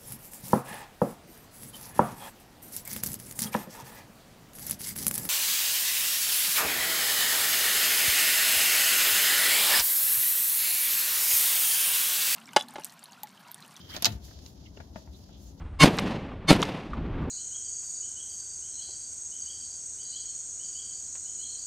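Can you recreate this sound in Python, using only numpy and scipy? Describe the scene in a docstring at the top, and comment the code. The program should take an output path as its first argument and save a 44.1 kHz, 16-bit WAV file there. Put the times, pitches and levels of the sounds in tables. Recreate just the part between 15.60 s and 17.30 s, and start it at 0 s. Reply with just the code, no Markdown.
"""Two shotgun blasts boom and roll away over an open hillside, heard by a small camera behind the gun.
Each swells in as a rough ring of steel, then breaks in a low blast of air with three quick reflections.
Echoes scatter off the slope while the action (the gun's moving parts) clacks shut.
Wind rumbles on the microphone, and cloth and grass rustle."""
import sys
import numpy as np
from scipy import signal
from scipy.fft import rfft, irfft
from scipy.io import wavfile
from scipy.ndimage import uniform_filter1d

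SR = 44100
rng = np.random.default_rng(int(sys.argv[2]) if len(sys.argv) > 2 else 0)


def generate_wav(signal):
    """Clip the signal to [-1, 1] and save it as 16-bit WAV at the path in sys.argv[1]."""
    frames = np.transpose(np.atleast_2d(signal))
    scaled = np.clip(frames, -1, 1) * 32767
    pcm = np.round(scaled).astype(np.int16)
    wavfile.write(sys.argv[1], SR, pcm)


N = 74970

# the two shots: (blast time [s], swell length [s], ring level [dB], blast level [dB], thud level [dB])
SHOTS = [(.2362, .029, -12.5, -3.5, -11), (.9066, .017, -14, -4.5, -17)]
# tone of the roaring gas: (frequency [Hz], level [dB])
GAS_ROAR = [(59, -19.5), (100, -29), (1060, -9), (1660, -11), (2130, -11), (4370, -14), (5510, -21.5),
            (9950, -24.5), (15500, -43.5)]


def undb(db):
    """Turn decibels into a gain to multiply by."""
    return 10 ** (np.asarray(db, float) / 20)


def unit(x):
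    """Scale a sound to an average (rms) level of 1."""
    return x / np.sqrt(np.mean(x ** 2))


def clock():
    """The time of every sample, in seconds."""
    return np.arange(N) / SR


def coloured(points):
    """Noise at level 1, its tone shaped by (frequency [Hz], level [dB]) points."""
    hz, db = np.array(points).T
    freqs = np.maximum(np.fft.rfftfreq(N, 1 / SR), 1)
    gain = undb(np.interp(np.log(freqs), np.log(hz), db))
    return unit(irfft(rfft(rng.standard_normal(N)) * gain, N))


def band(x, lo_hz, hi_hz):
    """Keep the sound between two frequencies."""
    return signal.sosfilt(signal.butter(2, [lo_hz, min(hi_hz, .45 * SR)], "band", fs=SR, output="sos"), x)


def resonate(x, hz, width_hz):
    """Make a sound ring at one pitch; a narrower width rings longer."""
    return signal.lfilter(*signal.iirpeak(hz, hz / width_hz, fs=SR), x)


def wander(per_second):
    """Glide between random values, typically of size 1."""
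    step = int(SR / per_second)
    held = np.repeat(rng.standard_normal(N // step + 1), step)
    return unit(uniform_filter1d(held, step)[:N])


def curve(rows):
    """Join (time [s], level [dB]) points with straight lines."""
    return np.interp(clock(), *np.array(rows).T)


def blast():
    """A short push and longer pull of air with a spit of hiss, arriving four times and waking a boom."""
    # direct, then off the ground, bushes and near slope: (delay [s], level [dB], hiss level [dB])
    arrivals = [(0, 0, -13), (.0066, .5, -17), (.0105, -8, -24), (.0213, -7, -18)]
    # low tones woken by the blast: (frequency [Hz], width [Hz], relative level [dB])
    boom_tones = [(153, 20, -12.5), (285, 91, -31.5), (535, 240, 3), (950, 470, 11)]
    push_s, pull_s, hiss_fade_s = .0012, .0026, .049  # a fade time is the time to drop 60 dB
    t, air, hiss_level = clock(), 0, 0
    for at, _, _, db, _ in SHOTS:
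        for delay, arrival_db, hiss_db in arrivals:
            age = t - at - delay
            push = np.sin(np.pi * np.clip(age / push_s, 0, 1))
            pull = np.sin(np.pi * np.clip((age - push_s) / pull_s, 0, 1))
            air += undb(db + arrival_db) * (push - .8 * pull)
            hiss_level += (age > 0) * undb(db + hiss_db - 60 * np.maximum(age, 0) / hiss_fade_s)
    boom = sum(undb(db) * resonate(air, hz, width) for hz, width, db in boom_tones)
    return air + undb(-5) * boom + hiss_level * coloured(GAS_ROAR)


def steel_ring():
    """Ringing steel and roaring gas swell up to each blast, then die fast; a low thud joins in."""
    # tones of the gun's barrel and body: (frequency [Hz], width [Hz], relative level [dB])
    steel_tones = [(310, 40, -4), (430, 30, -8), (600, 40, -8), (775, 35, -8), (1080, 30, 0), (2200, 28, 0),
                   (2770, 30, -6), (3045, 28, -3), (3610, 28, -5), (4360, 26, -2), (5020, 35, -8),
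                   (5950, 30, -9), (6510, 40, -13), (7640, 30, -15), (8860, 40, -14), (10000, 150, -17)]
    onset_s, swell_db, ring_fade_s = .025, 6, .035
    thud_hz, thud_lead_s, thud_fade_s = 150, .03, .05
    steel, level, thud = 0, 0, 0
    for hz, width, db in steel_tones:
        tone = resonate(rng.standard_normal(N), hz, width)
        steel += undb(db) * unit(resonate(tone, hz, 2 * width))
    for at, swell_s, ring_db, _, thud_db in SHOTS:
        age = clock() - at  # negative before the blast
        onset = np.clip((age + swell_s + onset_s) / onset_s, 0, 1) ** 3
        shape_db = np.where(age < .003, swell_db * age / swell_s, -60 * age / ring_fade_s)
        level += onset * undb(ring_db + shape_db)
        thud_rise = np.clip(age / thud_lead_s + 1, 0, 1)
        thud_fall = undb(thud_db - 60 * np.maximum(age, 0) / thud_fade_s)
        thud += thud_rise * thud_fall * np.cos(2 * np.pi * thud_hz * age)
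    return level * (unit(steel) + undb(-3.5) * coloured(GAS_ROAR)) + thud


def hillside_echoes():
    """Scattered echoes blur into one fluttering wash of noise whose treble fades first."""
    # echo levels, one list per shot:
    # (time [s], bass [dB], middle [dB], upper middle [dB], treble [dB], top [dB])
    echo_levels = [
        [(.25, -21, -24, -26, -35, -45), (.268, -25, -32, -34, -44, -55), (.295, -31, -35, -43, -54, -64),
         (.37, -34, -38, -43, -53, -64), (.44, -30, -38, -43, -58, -70), (.51, -31, -37, -43, -58, -74),
         (.6, -37, -44, -49, -68, -88), (.75, -41, -49, -56, -80, -100), (.87, -45, -60, -68, -92, -110)],
        [(.92, -20, -24, -27, -37, -46), (.948, -27, -34, -35, -47, -58), (.976, -31, -35, -39, -53, -63),
         (1.01, -28, -35, -44, -54, -64), (1.045, -36, -37, -42, -53, -64), (1.17, -35, -41, -44, -61, -76),
         (1.2, -39, -47, -50, -65, -82), (1.33, -44, -52, -57, -74, -92), (1.5, -52, -62, -66, -86, -105)],
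    ]
    # centres of those five ranges: (frequency [Hz])
    range_hz = (200, 800, 2700, 7500, 12500)
    # tone of the wash before those levels shape it: (frequency [Hz], level [dB])
    echo_colour = [(50, -48), (110, -27.5), (170, -22), (350, -27), (800, -29), (1400, -35.5), (2700, -33),
                   (4300, -35), (7500, -40.5), (12500, -36), (15500, -61)]
    delay_s, rise_s, flutter_db, tail_db_per_s = .008, .016, 2, 90
    t, echoes = clock(), 0
    octaves = np.log2(np.maximum(np.fft.rfftfreq(N, 1 / SR), 1))
    hz, db = np.array(echo_colour).T
    wash = rfft(rng.standard_normal(N)) * np.sqrt(SR / 2) * undb(np.interp(octaves, np.log2(hz), db))
    for centre in np.arange(16, 43) / 3:  # bands a third of an octave apart
        level = 0
        for rows, (at, *_) in zip(echo_levels, SHOTS):
            times = [row[0] for row in rows]
            band_db = [np.interp(centre, np.log2(range_hz), row[1:]) for row in rows]
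            rise = np.clip((t - at - delay_s) / rise_s, 0, 1)
            tail = undb(-tail_db_per_s * np.maximum(t - times[-1], 0))
            level += rise * tail * undb(np.interp(t, times, band_db))
        in_band = np.clip(1 - 3 * abs(octaves - centre), 0, 1)
        echoes += level * irfft(wash * in_band, N)
    return echoes * undb(flutter_db * wander(70))


def action_clacks():
    """Each knock of metal parts rings the tones nearest its brightness, with a short rattle."""
    # knocks: (time [s], level [dB], brightness [Hz], fade time [s], rattle against tone [dB])
    knocks = [(.370, -34.5, 12400, 0.017, -10), (.3785, -24, 1480, 0.019, 3),
              (.3862, -13.5, 4200, 0.0067, 2), (.388, -25, 3640, 0.034, -3.5), (.390, -22, 2250, 0.033, 3),
              (.389, -22, 1110, 0.021, 6), (.398, -30, 11000, 0.0065, -4), (.719, -38, 808, 0.032, 1),
              (.963, -37.5, 8000, 0.014, -5), (1.0187, -22.5, 5330, 0.0061, 8.5),
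              (1.0265, -17.5, 3240, 0.035, 0.5), (1.029, -15, 1190, 0.018, -0.5),
              (1.0305, -29, 4700, 0.022, 5), (1.0525, -40.5, 4450, 0.023, 7),
              (1.333, -28.5, 1230, 0.053, -1), (1.618, -34.5, 1130, 0.11, -3.5),
              (1.638, -40, 2240, 0.032, -9)]
    # natural tones of the moving parts: (frequency [Hz], relative level [dB])
    metal_tones = [(1180, 29), (2130, 9), (3050, -1.5), (3710, 1), (5110, -9), (6300, -26), (8260, -2),
                   (9790, -12), (12200, -13)]
    spread_octaves, attack_s = .6, .00044
    t, clacks, noise = clock(), np.zeros(N), rng.standard_normal(N)
    all_phases = rng.random((len(knocks), len(metal_tones))) * 2 * np.pi
    for (at, db, bright_hz, fade_s, rattle_db), phases in zip(knocks, all_phases):
        span = slice(int(at * SR), int((at + fade_s) * SR))
        age = t[span] - t[span][0]
        tone = 0
        for (hz, tone_db), phase in zip(metal_tones, phases):
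            nearness = np.exp(-(np.log2(hz / bright_hz) / spread_octaves) ** 2)
            tone += undb(tone_db) * nearness * np.sin(2 * np.pi * hz * age + phase)
        width = .77 * bright_hz
        rattle = unit(resonate(resonate(noise[span], bright_hz, width), bright_hz, width))
        attack = np.sin(np.pi / 2 * np.minimum(age / attack_s, 1)) ** 2
        fade = undb(db - 60 * age / fade_s)
        clacks[span] += .5 * attack * fade * (unit(tone) + undb(rattle_db) * rattle)
    return clacks


def wind():
    """Wind rumbles on the microphone and buffets it in lumps as the gun is lowered."""
    # deep rumble: (time [s], level [dB])
    rumble_levels = [(0.0, -33.5), (0.198, -42), (0.254, -51), (0.278, -41.5), (0.828, -44), (0.894, -33),
                     (1.22, -55), (1.344, -35), (1.68, -34), (1.7, -40)]
    # lumpy gusts: (time [s], level [dB])
    gust_levels = [(0, -44), (.18, -56), (1.2, -45), (1.35, -40), (1.45, -34), (1.55, -34), (1.62, -33),
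                   (1.7, -31.5)]
    rumble = unit(band(band(rng.standard_normal(N), 11, 80), 28, 110))
    rumble *= undb(curve(rumble_levels) + 1.94 * wander(14.73))
    gusts = unit(band(rng.standard_normal(N), 90, 285))
    gusts *= undb(curve(gust_levels) + 1.9 * wander(35.36))
    return rumble + gusts


def rustle():
    """Cloth and grass make a soft, flickering noise."""
    # rise and fall of the rustle: (time [s], level [dB])
    levels = [(0, -50.5), (.05, -55.5), (.18, -60.5), (1.15, -48), (1.3, -55.5), (1.4, -45.5), (1.5, -50),
              (1.6, -45.5), (1.7, -46.5)]
    # its tone: (frequency [Hz], level [dB])
    colour = [(300, -16), (600, -1), (1100, 1), (1600, -5), (3300, -14), (6000, -36.5), (9000, -53.5),
              (14000, -65)]
    return band(coloured(colour), 334, 14000) * undb(curve(levels) + 2 * wander(90))


def air_hiss():
    """A faint hiss of air that slowly sinks."""
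    # its tone: (frequency [Hz], level [dB])
    colour = [(1500, -29), (3000, -8), (6000, -14), (9500, -14), (11000, -33), (15000, -41)]
    start_db, fade_db_per_s = -74.5, 10.5
    return coloured(colour) * undb(start_db - fade_db_per_s * clock())


def scene():
    """Mix all sources in stereo; the microphone's two openings differ only around 12 kHz."""
    top_hz, lag_s = (11500, 14000), .0012
    mono = steel_ring() + blast() + hillside_echoes() + action_clacks() + wind() + rustle() + air_hiss()
    top = band(band(band(mono, *top_hz), *top_hz), *top_hz)
    side = undb(-3.5) * top + undb(-3) * np.roll(top, int(lag_s * SR))
    return np.array([mono + side, mono - side])


def record(dry):
    """The camera rounds off the loudest peaks and cuts the highest treble."""
    ceiling, cutoff_hz = .98, 15550
    rounded = dry / (1 + abs(dry / ceiling) ** 4) ** .25
    return signal.sosfilt(signal.ellip(12, .2, 100, cutoff_hz, fs=SR, output="sos"), rounded)


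dry = scene()
out = record(dry)
generate_wav(out)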